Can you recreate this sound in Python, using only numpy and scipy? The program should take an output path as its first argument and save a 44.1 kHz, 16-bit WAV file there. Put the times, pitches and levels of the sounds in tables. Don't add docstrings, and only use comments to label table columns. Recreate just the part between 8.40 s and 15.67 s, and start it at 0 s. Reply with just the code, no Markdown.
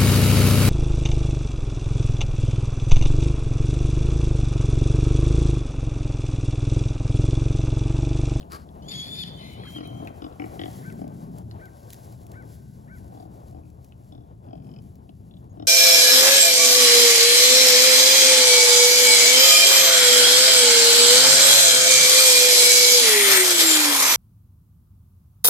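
import sys
import numpy as np
from scipy import signal
from scipy.fft import rfft, irfft, next_fast_len
from scipy.io import wavfile

SR = 44100
rng = np.random.default_rng(int(sys.argv[2]) if len(sys.argv) > 2 else 0)


def file_out(sig):
    cols = np.atleast_2d(sig).T
    lim = np.clip(cols, -1, 1)
    pcm = np.round(lim * 32767).astype(np.int16)
    wavfile.write(sys.argv[1], SR, pcm)


N = 320607
TIME = np.arange(N) / SR

# frequency_hz, gain_db
RUMBLE_COLOUR = [(18, -27), (32, -2), (48, 3), (72, 13.5), (95, 3.5), (130, -50), (400, -113)]
GUST_COLOUR = [(40, -45), (85, -3), (120, 2), (150, -10), (200, -54), (600, -131)]
BUFFET_COLOUR = [(60, -48), (130, 2), (180, 3), (280, -7.5), (400, -13.5), (800, -48), (2500, -94)]
ROAR_COLOUR = [(60, -28), (150, -4.5), (300, 3.5), (500, 1), (720, 4), (1000, -4.5), (1500, -17.5),
               (2000, -28), (4000, -32), (16000, -81)]
# time_s, level_db
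RUMBLE_LEVEL = [(0, -47.5), (.7, -52), (1.4, -50), (2.2, -51.5), (2.6, -55), (3.05, -49.5), (3.35, -56),
                (3.85, -54.5), (4.1, -52), (5.3, -49), (5.65, -53), (6.4, -52), (7.27, -51.5)]
GUST_LEVEL = [(0, -63), (.4, -58), (.85, -46.5), (1.2, -47), (1.5, -42.5), (1.9, -48), (2.3, -44.5),
              (2.85, -52.5), (3.12, -38), (3.25, -53), (3.8, -45.5), (4.3, -49), (4.7, -46), (5.45, -51),
              (5.8, -46), (6.6, -48.5), (6.9, -49.5), (7.27, -45)]
BUFFET_LEVEL = [(0, -44.5), (.33, -50), (.47, -42.5), (1.3, -45.5), (1.62, -40.5), (1.88, -53), (2.25, -45),
                (2.55, -38), (3.05, -42), (3.3, -54), (4.2, -47.5), (4.9, -47), (5.45, -54), (5.98, -51.5),
                (6.27, -41.5), (6.55, -50.5), (6.75, -50), (7.27, -48)]
ROAR_LEVEL = [(0, -49), (.8, -51), (1.3, -49.5), (2, -48.5), (2.5, -49.5), (2.9, -52.5), (3.2, -47.5),
              (3.35, -54.5), (3.7, -49.5), (4.4, -56.5), (4.8, -50.5), (5.15, -55), (5.45, -58.5),
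              (6.2, -56.5), (6.8, -60), (7.27, -57)]
EDDY_HZ, EDDY_DB, ROAR_EDDY_DB = 9, 0.9, 3

# arch_top_s, length_s, top_pitch_hz, level_db
BIRD_CALLS = [(2.481, 0.12, 778.6, -49), (3.244, 0.11, 782, -51.5), (3.989, .12, 772, -52),
              (4.535, 0.13, 770, -53.5)]
# frequency_hz, gain_db
BIRD_THROAT = [(700, -42), (1200, -21), (1400, 8.5), (1560, 16), (1700, 4), (1950, 4), (2350, -4.5),
               (2700, -46), (4000, -26)]
BIRD_FADE_DB = -4
PEEP_AT_S, PEEP_START_HZ, PEEP_END_HZ, PEEP_DB = 7.085, 6680, 6590, -73

# time_s, level_db
SETTLING = [(0, -70), (1.1, -67), (2.9, -67), (4.3, -69), (5.2, -72), (5.9, -76), (7.27, -76)]
# centre_s, length_s, level_db
SHIFTS = [(.68, 0.33, -61.5), (1.355, 0.11, -58), (1.71, 0.3, -64.5), (2.26, 0.48, -61), (2.38, 0.2, -54),
          (3.588, 0.3, -58), (4.08, 0.31, -64), (4.75, 0.42, -67.5), (6.421, 0.43, -76)]
# frequency_hz, gain_db
HAY_COLOUR = [(600, -16), (1500, 4.5), (2500, -2.5), (4500, 2.5), (7000, 3), (9500, 5.5), (12000, 4.5),
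              (13500, 2), (14700, -1.5), (16000, -4), (18000, -37)]
STIR_HZ, STIR_DB = 10.1, 2.5
# time_s, level_db
CRUNCH = [(0.10, -55), (0.116, -48), (0.124, -40.5), (0.14, -41), (0.16, -42), (0.185, -55), (0.23, -57),
          (0.27, -78)]
# frequency_hz, gain_db
CRUNCH_COLOUR = [(400, -17), (850, -1), (1150, 22.5), (1500, 15), (2000, 1), (3600, -2), (4700, 6.5),
                 (6000, -6), (8000, -1), (13000, -3), (16000, -14)]
# start_s, peak_db
SNAPS = [(0.1203, -21), (1.454, -43), (1.474, -33), (1.6728, -33), (2.6782, -36.5), (2.984, -32.5),
         (3.256, -34), (3.5038, -24.5), (3.532, -21), (3.724, -35.5), (3.8666, -32.5), (3.917, -31),
         (5.302, -42), (5.445, -36), (6.555, -40.5)]
# frequency_hz, gain_db
SNAP_COLOUR = [(500, -22), (1800, 1), (3500, 4), (7000, 5.5), (12000, 8), (16000, 4.5)]

# time_s, pitch_hz, level_db
CHIRP = [(1.243, 1150, -64), (1.254, 1390, -52.5), (1.26, 1020, -54), (1.272, 1760, -57),
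         (1.281, 1660, -57), (1.301, 1220, -62), (1.313, 985, -64)]

# start_s, length_s (before slowing), first_flap_rate_hz, mouth_open_s,
# peak_place (0 to 1), body_swell_db, creak_swell_db, chest_db, throat_db, mouth_db, snout_db, snap_db,
# nose_db, chest_hz, throat_hz, main_snout_hz, second_snout_hz, third_snout_hz, nose_hz
GRUNTS = [(1.36, .335, 44.34, .055, 0.084, 1.5, 3.2, -37.5, -46, -49.5, -56, -76, -62, 304, 668, 2920, 1880, 2300, 4670),
          (1.8207, 0.064, 46.72, .025, .4, 2.3, 3.8, -34.5, -45, -46, -53, -54, -57.5, 292, 676, 3460, 3020, 2410, 4960),
          (1.9979, 0.073, 47.74, .042, 0, 1.9, 6.5, -34, -43, -49.5, -49, -54, -67, 304, 728, 2240, 2030, 2850, 5430),
          (2.111, 0.063, 46, .06, 0.67, 2.2, 4, -49, -52, -67, -70, -76, -80, 288, 710, 3480, 2000, 3700, 5000),
          (2.1936, 0.093, 47.72, .047, 0.86, 1.7, 3.3, -35, -40, -54, -44, -45.5, -58, 319, 703, 3320, 1960, 3680, 4700),
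          (2.590, 0.1, 39.27, .06, 0.061, 4.4, 6, -36.5, -42, -61, -65.5, -80, -74, 280, 650, 2190, 1510, 3080, 4850),
          (4.722, .14, 39.48, .14, 0.51, 4.2, 12, -47.5, -48, -69, -67, -81, -85, 304, 710, 3457, 4680, 3600, 5010),
          (5.104, .1, 48.35, .1, 0.49, 12.7, 15, -44, -46, -74, -76, -91, -76, 307, 680, 2513, 3100, 4610, 4950),
          (5.215, 0.12, 52.4, .1, 0.033, 4.5, 14, -56, -72, -75, -73.5, -88, -93, 297, 690, 2420, 2520, 4660, 4910),
          (5.723, 0.13, 36.43, .14, 0, 7, 25, -49, -56, -73, -64, -85, -72.5, 294, 687, 3540, 3480, 3500, 5190),
          (6.0421, 0.17, 46.2, .2, 0.55, 16, 12.5, -45.5, -44.5, -66, -66.5, -79, -73, 288.3, 654, 3200, 2590, 3197, 4907),
          (6.222, 0.16, 44.14, .2, 1, 2.8, 11, -60, -58, -75, -64.5, -82, -66.5, 294, 691, 3090, 2530, 3060, 5070),
          (6.659, 0.071, 30.98, .08, 0.0047, 16.4, 35, -46, -48, -63, -80, -82, -78, 297.5, 700, 3600, 2576, 2970, 4930),
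          (6.9104, 0.068, 35, .08, 0.079, 3.3, 9.6, -64, -61, -81, -61, -61, -88, 298, 690, 3670, 3462, 2940, 4800),
          (7.1719, 0.079, 39.36, .06, 0.5, 10.7, 25, -36, -42, -56, -52.5, -70, -60.5, 295.6, 684, 3095, 3706, 1752, 5350)]
# multiple_of_chest_hz (a ratio), width_hz, relative_level_db
CHEST = [(1, 70, 2.5), (1.5, 122, -10)]
# frequency_hz, width_hz, relative_level_db
MOUTH = [(1103, 105, 4.5), (1350, 176, -0.5), (970, 150, 0.5)]
SNOUT_DB = (2.5, 2, -3)
THROAT_WIDTH_HZ, SNOUT_WIDTH_HZ, NOSE_WIDTH_HZ = 130, 310, 600
SLOWING = .276
SHUT_S, SHUT_SAG = 0.034, .06
SHUT_CHEST_DB, SHUT_MOUTH_DB, SHUT_CREAK_DB = -8, -7, -20
FLAP_DB, BODY_WAVER = .9, .025
SNOUT_WAVER = 0.016
SNAP_S, SNAP_RISE = 0.0067, 0.36
# start_s, peak_db, resonance_hz
SMACKS = [(.01, -39, 3800), (0.019, -47, 3500), (.029, -44, 3200), (.29, -47, 3640), (1.236, -34, 1810),
          (1.6736, -29.5, 2300), (1.682, -39, 2100), (1.926, -48, 3400), (2.501, -37.5, 2220),
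          (3.112, -38, 4130), (3.16, -51, 2100), (5.523, -43.5, 2580), (6.151, -58, 1390),
          (6.693, -47.5, 3080)]

# time_s, whistle_hz, whistle_db, rasp_db, second_oscillator_hz, octave_db
SCREAM = [(.42, 2916, -62.5, -62, 1086, -70), (.478, 3480, -60, -68, 1103, -67),
          (.486, 3480, -42, -42, 1150, -41), (.5, 3480, -45, -46.5, 1149, -51),
          (.517, 3655, -38, -37, 884, -62), (.543, 3305, -40, -41, 1133, -51),
          (.573, 3403, -39, -43, 1216, -50), (.602, 3332, -37.5, -43, 1188, -43.5),
          (.632, 3390, -38.5, -43.5, 1013, -61), (.685, 3432, -43, -47, 992, -65),
          (.7, 3516, -44, -50, 944, -63), (.735, 3540, -33.5, -48, 960, -58),
          (.755, 3546, -39, -44, 1100, -59), (.803, 3600, -34.5, -40, 1011, -58),
          (.831, 3400, -36, -44, 1030, -54), (.842, 2830, -38, -29, 1053, -55)]
SIGH = [(.845, 3506, -66, -51, 1100, -68), (.877, 3560, -41, -44.5, 1097, -76),
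        (.915, 3520, -59, -58, 1099, -77), (.965, 3550, -63, -74, 1110, -77),
        (.98, 3600, -62, -76, 1110, -77)]
WHINE = [(.972, 3150, -51, -61, 793, -70), (.988, 3060, -50, -59, 942, -71),
         (1.015, 3020, -54, -49, 1020, -76), (1.045, 3110, -57, -49.5, 1015, -65),
         (1.1, 3050, -60, -52, 876, -65), (1.165, 2980, -56.5, -56.5, 760, -83),
         (1.222, 3340, -59, -55.5, 957, -82), (1.28, 3150, -47.5, -53, 1100, -71),
         (1.32, 3172, -55.5, -60.5, 845, -76), (1.372, 3190, -38.5, -56, 914, -64.5),
         (1.402, 2850, -61, -63, 800, -71), (1.42, 3195, -64, -61, 901, -74),
         (1.445, 3170, -59, -53, 897, -69), (1.46, 3120, -49, -54.5, 644, -64),
         (1.48, 3160, -54.5, -67, 874, -77), (1.52, 3120, -61, -67, 917, -73),
         (1.59, 3210, -60, -70, 913, -72), (1.66, 3160, -68, -71, 900, -76),
         (1.7, 3140, -76, -78, 900, -86)]
# frequency_hz, gain_db
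OPEN_THROAT = [(300, -35), (700, -1), (1400, -13), (1850, -6.5), (2200, -8), (2800, -13.5), (3500, 6),
               (3900, -3), (4450, 3.5), (4950, -1.5), (5500, -12), (6200, -18), (7200, -18), (8100, -22),
               (10000, -30), (11000, -12), (12000, -23), (13000, -41.5), (16000, -44)]
HALF_SHUT_THROAT = [(300, -25), (900, 17.5), (1750, -15), (2080, 14), (2400, 9.5), (2680, 8.5), (3100, -6),
                    (4100, 14.5), (4700, 0), (6300, -10), (7600, -31), (9100, -6), (10500, -6),
                    (16000, -35)]
FLUTTER_HZ, FLUTTER = 92.1, 0.073
SECOND_DRIFT = 0.0194
OVERTONE_ROUGH = 0.26
THIRD_DB = -22.5

# frequency_hz, left_lead_rad
PIG_PHASE = [(0, 0), (200, .7), (300, 1.6), (400, 2.1), (700, 2.6), (1400, 3.15), (1700, 3.5), (3300, 7.9),
             (4900, 10.9), (5900, 15.5), (7000, 18.9), (7700, 18.6), (8500, 15.8), (9400, 15.6),
             (10400, 12.7), (12000, 12.4), (12900, 9.5), (13900, 9.4), (14600, 6.3)]
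HAY_PHASE = [(0, 0), (150, .5), (780, 2.6), (1300, 2.9), (2150, 0), (7500, 0), (8500, -3.05), (9400, -3.25),
             (10400, -6.1), (12000, -6.5), (12900, -9.35), (13900, -9.5), (14600, -12.5)]
BIRD_PHASE = [(0, -6.5), (1550, 4), (7000, 11.5)]
AHEAD_PHASE = [(0, 0), (16000, 0)]
# frequency_hz, left_minus_right_db
BALANCE_DB = [(40, 7), (110, 2.5), (350, 5), (700, 4.5), (1300, 5), (2400, 2.5), (4400, 4.5), (8000, -0.5),
              (15000, 0.5)]
# frequency_hz, gain_db
YARD_COLOUR = [(150, -28), (350, -12), (1400, 14.5), (3300, 5.5), (7000, 1), (14000, -32)]
YARD_T60_S, YARD_BUILD_S = 1.07, 0.047
EDGE_HZ = 15950


def amp(db):
    return 10 ** (np.asarray(db) / 20)


def evened(x):
    return x / np.sqrt(np.mean(x ** 2) + 1e-20)


def turned(hz):
    return 2 * np.pi * np.cumsum(hz) / SR


def read(points, hz):
    f, value = np.transpose(points)
    return np.interp(np.log(hz + 1), np.log(f + 1), value)


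def course(points):
    return np.interp(TIME, *np.transpose(points))


def add(mix, start_s, sound):
    part = mix[max(round(start_s * SR), 0):][:len(sound)]
    part += sound[:len(part)]


def coloured(x, points):
    size = next_fast_len(len(x) + 2048)
    gain = amp(read(points, np.fft.rfftfreq(size, 1 / SR)))
    return irfft(rfft(x, size) * gain, size)[:len(x)]


def wander(size, hz):
    padded = next_fast_len(size)
    f = np.fft.rfftfreq(padded, 1 / SR)
    smooth = rfft(rng.standard_normal(padded)) / (1 + (f / hz) ** 4)
    return evened(irfft(smooth, padded)[:size])


def puff(seconds, air, size=2048):
    noise = rng.standard_normal(size) * np.exp(-np.arange(size) / (seconds * SR))
    return signal.unit_impulse(size) + air * noise / np.linalg.norm(noise)


def ring(push, modes):
    t = np.arange(len(push)) / SR
    body = np.zeros(len(push))
    for hz, width, db in modes:
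        swell = width ** 2 * t * np.exp(-np.pi * width * t)
        body += amp(db) * swell * np.sin(2 * np.pi * hz * t)
    out = signal.fftconvolve(push, body)[:len(push)]
    return out / np.linalg.norm(out)


def ports(x, phase, scatter_db, t60):
    size = next_fast_len(N + SR)
    hz, t = np.fft.rfftfreq(size, 1 / SR), np.arange(SR // 2) / SR
    tail = rng.standard_normal((2, len(t))) * amp(-60 * t / t60) * (t > .002)
    scatter = rfft(tail / np.linalg.norm(tail, axis=1, keepdims=True), size)
    scatter *= amp(scatter_db) * hz / (hz + 200)
    side = np.array([[.5], [-.5]])
    direct = np.exp(1j * side * np.interp(hz, *np.transpose(phase)))
    balance = amp(side * read(BALANCE_DB, hz))
    return irfft(rfft(x, size) * (direct + scatter) * balance, size)[:, :N]


def yard(x, db):
    t = np.arange(SR) / SR
    tail = rng.standard_normal((2, SR)) * amp(-60 * t / YARD_T60_S) * np.minimum(t / YARD_BUILD_S, 1)
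    tail /= np.linalg.norm(tail, axis=1, keepdims=True)
    return amp(db) * signal.fftconvolve(coloured(x, YARD_COLOUR)[None], tail, axes=1)[:, :N]


def wind():
    layers = [(RUMBLE_COLOUR, course(RUMBLE_LEVEL) + EDDY_DB * wander(N, EDDY_HZ)),
              (GUST_COLOUR, course(GUST_LEVEL) + EDDY_DB * wander(N, EDDY_HZ)),
              (BUFFET_COLOUR, course(BUFFET_LEVEL)),
              (ROAR_COLOUR, course(ROAR_LEVEL) + ROAR_EDDY_DB * wander(N, EDDY_HZ))]
    return sum(amp(db) * evened(coloured(rng.standard_normal(N), colour)) for colour, db in layers)


def peep():
    out, glide = np.zeros(N), np.linspace(PEEP_START_HZ, PEEP_END_HZ, round(0.055 * SR))
    add(out, PEEP_AT_S, amp(PEEP_DB) * evened(np.sin(turned(glide)) * np.hanning(len(glide))))
    return out


def birds(arch=0.39, hoarse=0.068):
    out = np.zeros(N)
    for top_s, length, top_hz, db in BIRD_CALLS:
        u = np.linspace(-1, 1, round(length * SR))
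        jitter = (0.002 + hoarse * np.maximum(-u, 0)) * wander(len(u), 460)
        hz = top_hz * (1 - arch * abs(u) ** 2.2) * (1 + jitter)
        angle = turned(hz)
        call = sum(amp(read(BIRD_THROAT, k * hz)) * np.sin(k * angle) for k in range(1, 6))
        call = evened(call * amp(BIRD_FADE_DB * u / 2))
        add(out, top_s - length / 2, amp(db) * call * signal.windows.tukey(len(u), .25))
    return out


def crackle(per_s, spread_db, hiss):
    size_db = spread_db * np.minimum(rng.exponential(1, N), 4)
    grains = (rng.random(N) < per_s / SR) * rng.standard_normal(N) * amp(size_db)
    return evened(grains) + hiss * rng.standard_normal(N)


def rustle():
    fibres = crackle(2500, spread_db=3, hiss=1.8) + .6 * crackle(70, spread_db=3, hiss=0)
    power = amp(course(SETTLING)) ** 2
    for centre, length, db in SHIFTS:
        power += amp(db) ** 2 * np.exp(-2 * np.pi * ((TIME - centre) / length) ** 2)
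    stir = amp(STIR_DB * wander(N, STIR_HZ))
    return np.sqrt(power) * stir * coloured(evened(fibres), HAY_COLOUR)


def stalks():
    force = amp(np.interp(TIME, *np.transpose(CRUNCH), left=-120, right=-120))
    out = force * evened(coloured(crackle(5500, spread_db=3, hiss=0.66), CRUNCH_COLOUR))
    for start, db in SNAPS:
        snap = coloured(np.pad(puff(0.0024, air=1.14), 24), SNAP_COLOUR)
        add(out, start, amp(db) * snap / abs(snap).max())
    return out


def hay():
    return ports(rustle() + stalks(), HAY_PHASE, scatter_db=-14.5, t60=0.099)


def chirp(hoarse=0.027):
    out, (s, hz, db) = np.zeros(N), np.transpose(CHIRP)
    t = np.arange(s[0], s[-1], 1 / SR)
    tone = np.sin(turned(np.interp(t, s, hz) * (1 + hoarse * wander(len(t), 560))))
    add(out, s[0], amp(np.interp(t, s, db)) * evened(tone) * signal.windows.tukey(len(t), .1))
    return out


def flap_snap(hz, size=2048):
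    u = np.minimum(np.arange(size) / (SNAP_S * SR), 1)
    snap = np.sin(np.pi * np.sqrt(u)) ** 2 * np.sin(turned(hz * (1 + SNAP_RISE * (u - .33))))
    return snap / np.linalg.norm(snap)


def smacks():
    out = np.zeros(N)
    for start, db, hz in SMACKS:
        smack = ring(puff(0.0021, air=1.0), [(hz, 1500, 0), (1600, 900, -4), (550, 400, -6)])
        add(out, start, amp(db) * smack / abs(smack).max())
    return out


def grunts():
    out = np.zeros(N)
    for (start, length, rate, open_s, peak, swell_db, bright_db, chest_db, throat_db, mouth_db, snout_db,
         snap_db, nose_db, chest_hz, throat_hz, *snout_hz, nose_hz) in GRUNTS:
        for t in np.arange(0, length, 1 / rate):
            slack = np.interp(t / length, [0, peak, 1], [1, 0, 1])
            shut = np.clip((t - open_s) / SHUT_S, 0, 1)
            sag = 1 - SHUT_SAG * shut
            chest_off, throat_off, strength = rng.standard_normal(3)
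            chest_now = chest_hz * sag * (1 + BODY_WAVER * chest_off)
            chest = [(k * chest_now, width, db) for k, width, db in CHEST]
            throat = [(throat_hz * (1 + BODY_WAVER * throat_off), THROAT_WIDTH_HZ, 0)]
            mouth = [(hz * sag, width, db) for hz, width, db in MOUTH]
            snout = [(hz * (1 + SNOUT_WAVER * rng.uniform(-0.19, 1)), SNOUT_WIDTH_HZ, db)
                     for hz, db in zip(snout_hz, SNOUT_DB)]
            push = puff(.004, air=.35)
            body = amp(chest_db + SHUT_CHEST_DB * shut) * ring(push, chest)
            body += amp(throat_db) * ring(push, throat)
            body += amp(mouth_db + SHUT_MOUTH_DB * shut) * ring(push, mouth)
            creak = amp(snout_db) * ring(puff(.0035, air=.9), snout)
            creak += amp(snap_db) * flap_snap(snout_hz[0])
            creak += amp(nose_db) * ring(puff(0.0042, air=1.0), [(nose_hz, NOSE_WIDTH_HZ, 0)])
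            flap = amp(-swell_db * slack) * body + amp(SHUT_CREAK_DB * shut - bright_db * slack) * creak
            flap *= amp(FLAP_DB * strength) * np.sqrt(SR / rate)
            add(out, start + t * (1 + SLOWING * t), flap)
    return out


def overtone(angle, k):
    size = len(angle)
    uneven = 1 + 0.49 * wander(size, 110) + OVERTONE_ROUGH * wander(size, 530)
    return evened(np.sin(k * angle) * uneven)


def squeal(rows, throat, jitter, wobble, breath, sideband_db):
    s, *columns = np.transpose(rows)
    t = np.arange(s[0], s[-1], 1 / SR)
    size = len(t)
    hz, whistle_db, rasp_db, second_hz, octave_db = (np.interp(t, s, c) for c in columns)
    angle = turned(hz * (1 + jitter * wander(size, 980)))
    chop = turned(second_hz * (1 + wobble * wander(size, 414) + SECOND_DRIFT * wander(size, 23.5)))
    tremble = 1 + FLUTTER * np.sin(turned(FLUTTER_HZ * (1 + 0.2 * wander(size, 40))))

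    whistle = evened(np.sin(angle) * (1 + 0.1 * wander(size, 170)))
    octave, third = overtone(angle, 2), overtone(angle, 3)

    carrier = np.sin(angle) + np.sin(2 * angle) + amp(4.5) * np.sin(3 * angle)
    sidebands = carrier * (np.cos(chop) + amp(sideband_db) * np.cos(2 * chop))
    sidebands *= 1 + 0.48 * wander(size, 90)
    air = rng.standard_normal(size) * (1 + 3.9 * np.cos(chop))
    rasp = evened(coloured(evened(sidebands) + breath * air, throat))

    voice = amp(whistle_db) * (whistle + amp(THIRD_DB) * third)
    voice += amp(octave_db) * octave + amp(rasp_db) * rasp
    return s[0], voice * tremble * signal.windows.tukey(size, .02)


def piglet():
    out = np.zeros(N)
    add(out, *squeal(SCREAM, OPEN_THROAT, jitter=.0072, wobble=.08, breath=.45, sideband_db=-7))
    add(out, *squeal(SIGH, OPEN_THROAT, jitter=.0135, wobble=0.182, breath=3.6, sideband_db=-12))
    add(out, *squeal(WHINE, HALF_SHUT_THROAT, jitter=.012, wobble=.1, breath=.5, sideband_db=-10))
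    return out


def scene():
    eddies = amp(-12.5) * np.array([wind(), wind()])
    air = ports(wind(), HAY_PHASE, scatter_db=-19.5, t60=0.33) + eddies
    far = ports(birds(), BIRD_PHASE, scatter_db=-12.5, t60=1.6)
    far += ports(peep(), PIG_PHASE, scatter_db=-27, t60=0.046)
    squeak = ports(chirp(), AHEAD_PHASE, scatter_db=-14, t60=.1)
    sow = grunts() + smacks()
    mother = ports(sow, PIG_PHASE, scatter_db=-8.5, t60=.075) + yard(sow, db=-20.5)
    squeals = piglet()
    young = ports(squeals, PIG_PHASE, scatter_db=-8, t60=0.1) + yard(squeals, db=-16)
    return air + far + hay() + squeak + mother + young


def record(dry):
    lowpass = signal.firwin(511, EDGE_HZ, window=("kaiser", 9), fs=SR)
    return signal.oaconvolve(dry, lowpass[None], "same")


dry = scene()
out = record(dry)
file_out(out)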